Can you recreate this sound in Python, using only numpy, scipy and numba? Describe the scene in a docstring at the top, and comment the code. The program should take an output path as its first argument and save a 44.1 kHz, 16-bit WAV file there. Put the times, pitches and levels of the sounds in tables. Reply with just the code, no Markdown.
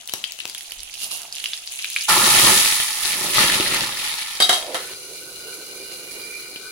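"""A thin frying fizz comes first, with spits and pops: spices in a steel ladle of hot oil.
The oil is tipped into a pot of thin stew, which boils up in a roar and again when the ladle is dipped.
A steel lid clatters on, and the sizzle goes on muffled under it.
Sizzles are swarms of damped sines, one a steam bubble; pops, cracks and knocks are struck damped sines too.
The place is a small tiled kitchen; the microphone is a hand-held phone with two ports."""
import sys
import numpy as np
from scipy import signal
from scipy.fft import rfft, irfft
from scipy.io import wavfile
from scipy.ndimage import uniform_filter1d
from numba import njit

SR = 44100
rng = np.random.default_rng(int(sys.argv[2]) if len(sys.argv) > 2 else 0)


def ratio(d):
    """dB to gain"""
    e = np.asarray(d, float) / 20
    return 10 ** e


def master_out(mix):
    """Clip the mix to full scale and print it as 16-bit PCM to the path in sys.argv[1]."""
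    frames = np.transpose(np.atleast_2d(mix))
    ceiling = np.clip(frames, -1, 1)
    pcm = np.round(ceiling * 32767).astype(np.int16)
    wavfile.write(sys.argv[1], SR, pcm)


N = 295911
TIME = np.arange(N) / SR

# place of the ladle between the ports: start_s, left_minus_right_db
LADLE_SIDE = [(0.45, 5), (.6, -4), (1.5, -2.5), (1.75, -0.5)]
# how hard the oil fries in the ladle: start_s, level_db
FRYING_LEVEL = [(0.0, -39), (0.06, -46), (0.15, -40.5), (0.9, -39), (1.24, -37.5), (1.31, -44),
                (1.34, -34.5), (1.5, -31.5), (1.62, -38.5), (1.8, -33), (2.08, -28)]
# jets of steam from wet spices: peak_s, peak_db, rise_s and fall_s over 20 dB (fall before its stretch)
STEAM_JETS = [(1.043, -25.5, 0.08, 0.041), (1.112, -27.5, 0.0067, 0.089), (1.14, -32.5, 0.077, 0.15)]
# the jets whistle: centre_hz, width_hz, gain_db
JET_WHISTLES = [(2815, 90, 12.5), (6800, 80, 11), (9750, 180, 7), (12000, 60, 16)]
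# colour of the frying: frequency_hz, density_db (per Hz)
FRYING_SPECTRUM = [(60, -27), (800, -19), (1700, -9.5), (2400, -0.5), (6000, 2.5), (16000, -13.5)]
# resonances of the steel bowl of the ladle: centre_hz, width_hz, gain_db
LADLE_BOWL = [(690, 40, 9), (824, 60, 7), (2850, 600, 5), (4770, 500, 3)]
# hand shifting on the phone: peak_s, peak_db, rise_s and fall_s over 20 dB (fall before its stretch)
GRIP_SHIFTS = [(.8, -49, 0.11, .2), (.97, -57, .1, .3)]
# dry ticks of single droplets: start_s, level_db
DROPLET_TICKS = [(0.075, -16), (0.155, -26.5), (0.321, -15), (0.4774, -19), (0.8327, -19), (0.9412, -17.5),
                 (1.2182, -20), (1.3528, -16), (1.371, -26), (1.8233, -20), (1.9011, -15), (3.745, -6)]
# single steam pops: start_s, level_db, pitch_hz, crack_db (relative to the pop)
STEAM_POPS = [(0.0881, -21.5, 3030, -9), (0.095, -17.5, 3100, -1.5), (0.1226, -19, 3900, -22),
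              (0.1371, -10.5, 2960, 5.5), (0.2407, -7.5, 3090, -13), (0.389, -21, 2900, 0),
              (0.4028, -13, 2780, -13), (0.454, -20, 2660, 7), (0.4978, -17, 4820, -3),
              (0.5493, -17.5, 3240, -1.5), (0.608, -20.5, 3300, -3.5), (0.7086, -22, 4500, -3),
              (0.72, -18.5, 3040, 0), (1.3255, -13.5, 4800, -29), (1.401, -19, 4200, -15),
              (1.4412, -12, 3020, -3.5), (1.4582, -8, 2900, -18), (1.5338, -8, 3470, -22),
              (1.5763, -17, 5200, -23), (1.675, -14, 4700, -14), (1.79, -15, 2730, -20),
              (1.8445, -10, 2460, -7), (1.9628, -3.5, 2370, -12), (2.0103, -11, 4860, -15.5),
              (3.408, -8, 2000, -21), (3.4991, -3.5, 1760, -28), (3.6, -7.5, 3750, -11.5),
              (3.662, -10, 1900, -37), (3.723, -15, 1980, -13.5), (3.7606, -10.5, 1870, -21),
              (6.56, -18, 2920, -22.5)]
# surges of steam as oil and hot steel meet the stew: peak_s, peak_db, rise_s and fall_s over 20 dB
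# (fall before its stretch)
STEAM_SURGES = [(2.088, -15, .012, 0.12), (2.5, -15, 1.37, 0.64), (3.06, -26.5, 0.18, 0.75),
                (3.25, -27.5, 0.085, 0.31), (3.375, -16.5, 0.06, 0.62), (3.77, -26.5, 0.33, 0.21),
                (4.05, -29, 0.86, 1.6)]
# big bubbles welling up through the stew: peak_s, peak_db, rise_s and fall_s over 20 dB (fall before its stretch)
STEW_GURGLES = [(2.17, -46, 0.1, 1), (2.5, -24, 0.82, 0.15), (3.25, -33.5, 0.18, 0.15),
                (3.38, -28.5, 0.065, 0.54), (3.62, -34.5, 0.26, 0.17), (3.77, -33.5, 0.17, 0.27)]
# fresh oil foaming on the surface, one row: peak_s, peak_db, rise_s and fall_s over 20 dB (fall before its stretch)
OIL_FOAM = (2, -14, .1, 0.59)
# colour of the boiling stew: frequency_hz, density_db (per Hz)
STEW_SPECTRUM = [(50, -31), (105, -6.5), (200, -1), (700, -10.5), (1300, -0.5), (4500, -4), (16000, -13)]
# resonances of the open pot: centre_hz, width_hz, gain_db
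OPEN_POT_RESONANCES = [(365.13, 72, 5.5), (585, 127, 13.5), (855, 64, 10), (1580, 122, -24),
                       (1766, 84, 6.5), (3300, 1600, 1.5), (3750, 42, 6)]
# lid meeting rim and ladle: start_s, peak_db, low_knock_db (relative), rattle_t60_s
LID_KNOCKS = [(4.402, -7, -3.5, 0.17), (4.422, -13.5, -15, 0.19), (4.4929, -6.5, -1, 0.18),
              (4.5271, -15.5, -8, 0.27), (4.7451, -17.5, 5, 0.16)]
# modes of the steel lid: pitch_hz, level_db, t60_s (shortened where the rattle is short)
LID_MODES = [(742.9, -4.5, 0.087), (1343, -3, 0.093), (2150, -3, 0.29), (3240, 11, 0.17), (3560, 0, 0.15),
             (3820, 7, 0.25), (4260, -1.5, 0.23), (4724, 2.5, 0.3), (7820, -3, 0.058)]
# colour of the rattle, steel on steel: frequency_hz, density_db (per Hz)
CLATTER_SPECTRUM = [(200, -13.5), (500, -12.5), (800, -7), (2200, -5), (2650, -15), (3100, -3), (4200, -6),
                    (5500, 0.5), (16000, -10)]
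# air in the pot as the gap under the lid narrows: start_s, resonance_hz, level_db (before its random sway)
POT_AIR = [(4.5, 760, -37), (4.58, 720, -34.5), (4.66, 626.5, -43.5), (4.71, 538, -34),
           (4.85, 437.6, -46.5), (6.1, 425.5, -46), (6.71, 420, -50)]
# sizzle under the lid: start_s, level_db, left_minus_right_db
COVERED_SIZZLE = [(4.8, -33.5, -0.5), (4.9, -37.5, 1), (6.3, -37, -2), (6.71, -40.5, 3)]
# colour of the sizzle under the lid: frequency_hz, density_db (per Hz)
MUFFLED_SPECTRUM = [(80, -19), (160, -10), (260, -22), (1000, -33.5), (2500, -11), (4500, -11), (8000, -9),
                    (16000, -12)]
# modes of the closed pot: centre_hz, width_hz, level_db (before sway, relative to the muffled sizzle)
SHUT_POT_MODES = [(1495, 60, -9), (2387, 50, -5), (2900, 50, -11), (4170, 200, -7), (4834, 80, -10),
                  (6130, 1000, -12)]
# resonances of the two phone ports: centre_hz, width_hz, left_db, right_db
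PHONE_PORTS = [(4200, 1550, 2.5, 0), (8290, 1500, 1, -8), (10020, 2680, 0, 11), (13570, 610, -57, -10)]

POUR_S, DIP_S = STEAM_SURGES[0][0], 3.35  # oil meets stew; ladle goes under the surface
JET_BRIGHT_DB = -1  # finest bubbles of a jet against its middle band
LOW_FIZZ_DB, LOW_IN_JET_DB, LOW_STRETCH = -56, -19, 4.1  # coarse bubbles: steady, share of a jet, stretch of fall
HAND_DB = -68.5
THUD_IN_OIL_DB, THUD_IN_STEW_DB = -11.5, 11  # thud against crack; in oil the crack level is added once more
SPATTER_DB = -16  # droplets against their pop, before decay and random spread
BIG_IN_STEAM_DB, FROTH_IN_STEAM_DB, FROTH_IN_GURGLE_DB = -50, -11.5, 0
HISS_DB, DIPPED_HISS_DB = 1.23, -3  # the finest hiss dulls once the ladle is under the surface
POUR_RISE_S = 0.02
BOIL_CUT_S, BOIL_GONE_S = 4.935, 4.94  # what is left of the open boil is cut off once the lid is on
SECOND_MODE_DB_PER_S = 7.5  # one mode of the closed pot grows as the phone drifts round it
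PORT_LAG_S = .00006  # shift at each port, in opposite directions, for a lag of 1
ROOM_T60_S, ROOM_DB, TOP_HZ = 0.34, -7.5, 15700


def columns(table):
    """Each column of a curve table at every sample, after its first column of times."""
    s, *rest = np.transpose(table)
    return [np.interp(TIME, s, column) for column in rest]


def colour(x, spectrum=((1, 0), (2, 0)), peaks=()):
    """Causal filter from a spectrum and bell-shaped resonances (minimum phase through the cepstrum)."""
    hz = np.arange(4097) * SR / 8192 + 1
    db = np.interp(np.log(hz), np.log([p[0] for p in spectrum]), [p[1] for p in spectrum])
    db = db + sum(gain / (1 + (2 * (hz - centre) / width) ** 2) for centre, width, gain in peaks)
    cepstrum = irfft(np.log(ratio(db)))
    cepstrum[1:4096] *= 2
    cepstrum[4097:] = 0
    impulse = irfft(np.exp(rfft(cepstrum)))
    return signal.oaconvolve(x, impulse[None], axes=1)[:, :N]


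def unit(x):
    """Rms 1."""
    return x / np.sqrt(np.mean(x ** 2))


def band(x, lo_hz, hi_hz):
    """Steep band-pass."""
    sos = signal.butter(3, [lo_hz, min(hi_hz, .49 * SR)], "band", fs=SR, output="sos")
    return signal.sosfilt(sos, x)


def walk(per_s):
    """Slow random sway, spread near 1, with per_s fresh values a second."""
    k = int(SR / per_s)
    steps = np.repeat(rng.standard_normal(N // k + 1), k)
    return 1.24 * uniform_filter1d(uniform_filter1d(steps, k), k)[:N]


@njit
def rings(n, at, hz, t60, size):
    """Damped sines starting at fractional samples; hz in cycles per sample, at and t60 in samples."""
    out = np.zeros(n)
    for k in range(len(at)):
        w = 2j * np.pi * hz[k] - np.log(1000) / t60[k]
        i = int(at[k]) + 1
        z, p = size[k] * np.exp(w * (i - at[k])), np.exp(w)
        for j in range(max(i, 0), min(n, i + int(t60[k]))):
            out[j] += z.imag
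            z *= p
    return out


def burst(s, hz, t60_s, size, lag, pan_db=0.):
    """Damped sines at both ports; each source has its own arrival lag between them."""
    pitch = np.minimum(hz / SR, .45)
    return np.array([rings(N, (s + side * lag * PORT_LAG_S) * SR, pitch, t60_s * SR,
                           size * ratio(side * pan_db / 2)) for side in (1, -1)])


def fizz(per_s, cycles, scatter_db, lo_hz, hi_hz):
    """A swarm of bubbles all over the surface, some far bigger than the rest; flat spectrum, rms 1."""
    count = int(per_s * N / SR)
    u, g = rng.random((count, 3)), rng.standard_normal((count, 2))
    hz = (lo_hz ** .5 + (hi_hz ** .5 - lo_hz ** .5) * u[:, 1]) ** 2
    size = hz ** (3 / 4) * ratio(-scatter_db * np.log(1 - .998 * u[:, 2]))
    pan_db = 7.6 * np.minimum(0.69 + hz / 4000, 1) * g[:, 1]  # low pitches spread less
    return unit(burst(u[:, 0] * N / SR, hz, cycles / hz, size, g[:, 0], pan_db))


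def pan(db):
    """Left and right gains."""
    return ratio(np.array([db, -db]) / 2)


def spurts(per_s, strength):
    """Level of a sputtering boil: sudden spurts of random size that die away in about 15 ms; mean power 1."""
    starts = (rng.random(N) < per_s / SR) * rng.random(N) ** 2
    return unit(1 + strength * signal.lfilter([1], [1, -np.exp(-1 / (.015 * SR))], starts))


def swells(rows, stretch=0.88):
    """Gain of overlapping swells, each rising and falling evenly in dB; their powers add."""
    power = 0
    for s, db, rise, fall in rows:
        drop = 20 * np.maximum((s - TIME) / rise, (TIME - s) / (fall * stretch))
        power = power + ratio(2 * (db - drop))
    return np.sqrt(power)


def cracks(s, db, lag, pan_db):
    """A bursting skin: a dozen pitches over the whole range, struck within a millisecond."""
    u = rng.random((len(s), 12, 2))
    hz = ((np.arange(12) + u[..., 0]) * 1250 + 1500).ravel()
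    at = (s[:, None] + .0008 * u[..., 1] ** 2).ravel()
    size = np.repeat(ratio(db - 5), 12) * ratio(-hz / 3500)
    return burst(at, hz, np.full(len(at), .003), size, np.repeat(lag, 12), np.repeat(pan_db, 12))


def ladle():
    """Fine bubbles sputter band by band over a steady coarse bubbling, ringing the bowl, until the oil is tipped out."""
    frying, jets = ratio(columns(FRYING_LEVEL)[0]), swells(STEAM_JETS)
    fine = unit(band(colour(fizz(8000, 12.0, 3.96, 960, 22800), FRYING_SPECTRUM, LADLE_BOWL), 1600, 24000))
    low = colour(fizz(3000, 14.0, 3.6, 39, 3180), FRYING_SPECTRUM, LADLE_BOWL)
    edges_hz = (1200, 3600, 6500, 20000)
    sputter = sum(band(fine, lo, hi) * spurts(35, 1.7) for lo, hi in zip(edges_hz, edges_hz[1:]))
    # the smallest droplets burst singly
    drops = ratio(-11.5) * band(fizz(100, 5., 3.5, 3800, 19000), 3400, 19000)
    spray = colour(fizz(12000, 5.3, 2.0, 2450, 13400), peaks=JET_WHISTLES)
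    jet = unit(band(spray, 2700, 5300)) + ratio(JET_BRIGHT_DB) * unit(band(spray, 6400, 17000))
    # the coarse bubbling swells with the jets
    coarse = np.hypot(ratio(LOW_FIZZ_DB), ratio(LOW_IN_JET_DB) * swells(STEAM_JETS, LOW_STRETCH))
    sound = ((sputter + drops) * frying + unit(jet) * jets) * pan(columns(LADLE_SIDE)[0])
    sound = sound + unit(band(low, 32, 1080)) * coarse
    return sound * np.clip((POUR_S + 0.081 - TIME) / 0.15, 0, 1)


def hand():
    """Faint low rumble of the hand that holds the phone: low noise, mostly common to both ports."""
    noise = rng.standard_normal((2, N))
    rumble = unit(band(noise[0] + 0.23 * noise, 5.3, 53))
    return rumble * np.hypot(ratio(HAND_DB), swells(GRIP_SHIFTS))


def ticks():
    """Droplets that burst with a crack alone."""
    s, db = np.transpose(DROPLET_TICKS)
    pan_db = np.interp(s, *np.transpose(LADLE_SIDE))
    return band(cracks(s, db, rng.standard_normal(len(s)), pan_db), 2900, 30000)


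def pops():
    """A ringing bubble, a sharp crack and a thud, followed by a spatter of droplets at about the same pitch."""
    s, db, hz, crack_db = np.transpose(STEAM_POPS)
    in_oil = s < POUR_S
    # hard cracks thud most
    thud_db = crack_db + np.where(in_oil, crack_db + THUD_IN_OIL_DB, THUD_IN_STEW_DB)
    lag, pan_db = 0.93 * rng.standard_normal(len(s)), np.interp(s, *np.transpose(LADLE_SIDE))
    bright = burst(s, hz, 24. / hz, ratio(db), lag, pan_db)
    bright += cracks(s, db + crack_db, lag, pan_db)
    thud_hz, thud_t60_s = np.where(in_oil, 900., 350.), np.where(in_oil, .003, .012)
    thud = burst(s, thud_hz, thud_t60_s, ratio(db + thud_db), lag, pan_db)
    # spatter: forty droplets a pop, thinning out and weakening
    u = rng.random((len(s), 40, 4))
    late = -.018 * np.log(1 - u[..., 0])
    pitch = (hz[:, None] * ratio(5.7 * (u[..., 1] - 0.03))).ravel()
    size = ratio((db + SPATTER_DB)[:, None] - 650 * late + 9 * u[..., 2] ** 2).ravel()
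    drop_lag = 4 * (u[..., 3].ravel() - .5)
    bright += burst((s[:, None] + late).ravel(), pitch, 14. / pitch, size, drop_lag, np.repeat(pan_db, 40))
    # small bubbles radiate little below their own pitch
    return band(bright, 1760, 30000) + band(thud, 107, 13000)


def boil():
    """Water flashes to steam in bubbles of five sizes; it dies down, and the rest is cut off once the lid is on."""
    steam, gurgle = swells(STEAM_SURGES), swells(STEW_GURGLES)
    welling = np.hypot(gurgle, steam * ratio(BIG_IN_STEAM_DB))
    foam = np.hypot(steam * ratio(FROTH_IN_STEAM_DB), gurgle * ratio(FROTH_IN_GURGLE_DB))
    foam = np.hypot(foam, swells([OIL_FOAM]))
    hiss_db = np.where(TIME < DIP_S, HISS_DB, DIPPED_HISS_DB)
    fine = colour(fizz(8000, 9., 2.2, 1430, 18800), STEW_SPECTRUM, OPEN_POT_RESONANCES)
    spit = fizz(400, 18.0, 5.5, 1800, 2010) * np.where(TIME < DIP_S, ratio(-7), 1)  # loudest round the dipped ladle
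    sharp = ratio(-7) * fizz(500, 10., 4.5, 2600, 5200)
    froth = colour(fizz(2000, 15.0, 3.3, 574, 2410), STEW_SPECTRUM, OPEN_POT_RESONANCES)
    big = colour(fizz(300, 1.64, 1.56, 36, 1200), STEW_SPECTRUM, OPEN_POT_RESONANCES)
    surge = spurts(60, 0.92)
    roar = (unit(band(fine, 1540, 4750)) + sharp) * surge
    hiss = unit(band(fine, 6340, 22500)) * ratio(hiss_db) * surge ** .5
    frothing = unit(band(band(froth, 726, 1730), 685, 1710)) * spurts(32, 0.37)
    bubbling = spit * ratio(0.5) + unit(band(big, 43, 710)) * ratio(0.77 * walk(39))
    sound = steam * (roar + hiss) + foam * frothing + welling * bubbling
    rise = np.clip((TIME - POUR_S) / POUR_RISE_S + 0.72, 0, 1) ** 2
    cut = np.clip((TIME - BOIL_CUT_S) / (BOIL_GONE_S - BOIL_CUT_S), 0, 1)
    return sound * rise * (1 - cut ** 2)


def lid():
    """Each knock rings the lid's modes afresh; a dying rattle of steel on steel keeps shaking them."""
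    hz, mode_db, t60 = np.transpose(LID_MODES)
    chatter = fizz(9500, 2.6, 1.6, 140, 25000)
    shaken = sum(ratio(db) * unit(signal.lfilter(*signal.iirpeak(f, 25.), chatter))
                 for f, db in zip(2 * hz / SR, mode_db))
    rattle = unit(unit(colour(chatter, CLATTER_SPECTRUM)) + ratio(-13) * shaken)
    bright_rattle, low_rattle = band(rattle, 1770, 23000), unit(band(rattle, 283, 2040))
    out = 0
    for s, db, low_db, rattle_t60 in LID_KNOCKS:
        g = rng.standard_normal((3, len(hz)))
        # a strong low knock favours the low modes and spares the high ones
        tilt_db = (low_db - 18) * (hz < 1500) - low_db * (hz > 3500)
        size = ratio(db + mode_db + tilt_db - 18 + 2 * g[1])
        pitch = hz * (1 + 0.0039 * g[0])
        out = out + burst(s + 0 * hz, pitch, np.minimum(t60, rattle_t60 / 2), size, g[2])
        after = np.maximum(TIME - s, 0)
        fall = (TIME >= s) * ratio(db - 5.5 - 60 * after / rattle_t60)
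        out = out + fall * (bright_rattle + low_rattle * ratio(low_db - 51 * after))
    s, db = np.transpose(LID_KNOCKS)[:2]
    return band(out + cracks(s, db, 0 * s, 0 * s), 210, 22000)


def cavity():
    """Bubbles stir the pot's air spring: a broken noisy band whose pitch falls as the gap closes."""
    hz, db = columns(POT_AIR)
    stir = rng.standard_normal(N) + 1j * rng.standard_normal(N)
    slow = signal.sosfilt(signal.butter(1, 45., fs=SR, output="sos"), stir)
    carrier = np.exp(2j * np.pi * np.cumsum(hz) / SR)
    tone = unit(band((slow * carrier).real, 240, 1170))
    return tone * ratio(db + 2.6 * walk(30)) * (TIME > POT_AIR[0][0]) * pan(-5.0)[:, None]


def covered():
    """The sizzle leaks out dully and through the modes of the closed pot, which swell and fade one by one."""
    level_db, pan_db = columns(COVERED_SIZZLE)
    bubbles = fizz(9000, 5.8, 0.22, 39, 29300)
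    modes = []
    for hz, width, db in SHUT_POT_MODES:
        sway_db = 1.5 * walk(4.08) + 2.3 * walk(25)
        ringing = unit(signal.lfilter(*signal.iirpeak(hz, hz / width, SR), bubbles))
        modes.append(ringing * ratio(db + sway_db))
    modes[1] = modes[1] * ratio(SECOND_MODE_DB_PER_S * (TIME - 6.0))
    leak = unit(band(colour(bubbles, MUFFLED_SPECTRUM), 37, 19300))
    sound = unit(leak + sum(modes)) * spurts(40, .45)
    return sound * pan(pan_db) * ratio(level_db) * np.clip((TIME - 4.6) / 0.29, 0, 1)


def kitchen(dry):
    """Short diffuse echo of decaying noise, different at each port in the treble and shared in the bass."""
    t = TIME[:SR // 2]
    noise = rng.standard_normal((3, SR // 2))
    echo = band(noise[:2], 1060, 19500) + band(noise[2], 81, 1360)
    echo = echo * ratio(-60 * t / ROOM_T60_S) * (t > .003)
    echo *= ratio(ROOM_DB) / np.sqrt(np.sum(echo ** 2) / 2)
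    return signal.oaconvolve(dry, echo, axes=1)[:, :N]


def scene():
    """All sources with their kitchen echo, plus the hand on the phone."""
    dry = ladle() + ticks() + pops() + boil() + lid() + cavity() + covered()
    return dry + kitchen(dry) + hand()


def top_cut(x):
    """Nothing passes above the cut-off."""
    return signal.sosfilt(signal.butter(12, 16820, fs=SR, output="sos"), x)


def record(dry):
    """The phone: each port has its own resonances; peaks are rounded and the top is cut."""
    ports = []
    for c in range(2):
        peaks = [(row[0], row[1], row[2 + c]) for row in PHONE_PORTS]
        ports.append(colour(dry[[c]], peaks=peaks)[0])
    rounded = .7 * np.tanh(np.array(ports) / .7)
    mix = signal.sosfilt(signal.ellip(6, .3, 45, TOP_HZ, fs=SR, output="sos"), rounded)
    return top_cut(mix)


dry = scene()
out = record(dry)
master_out(out)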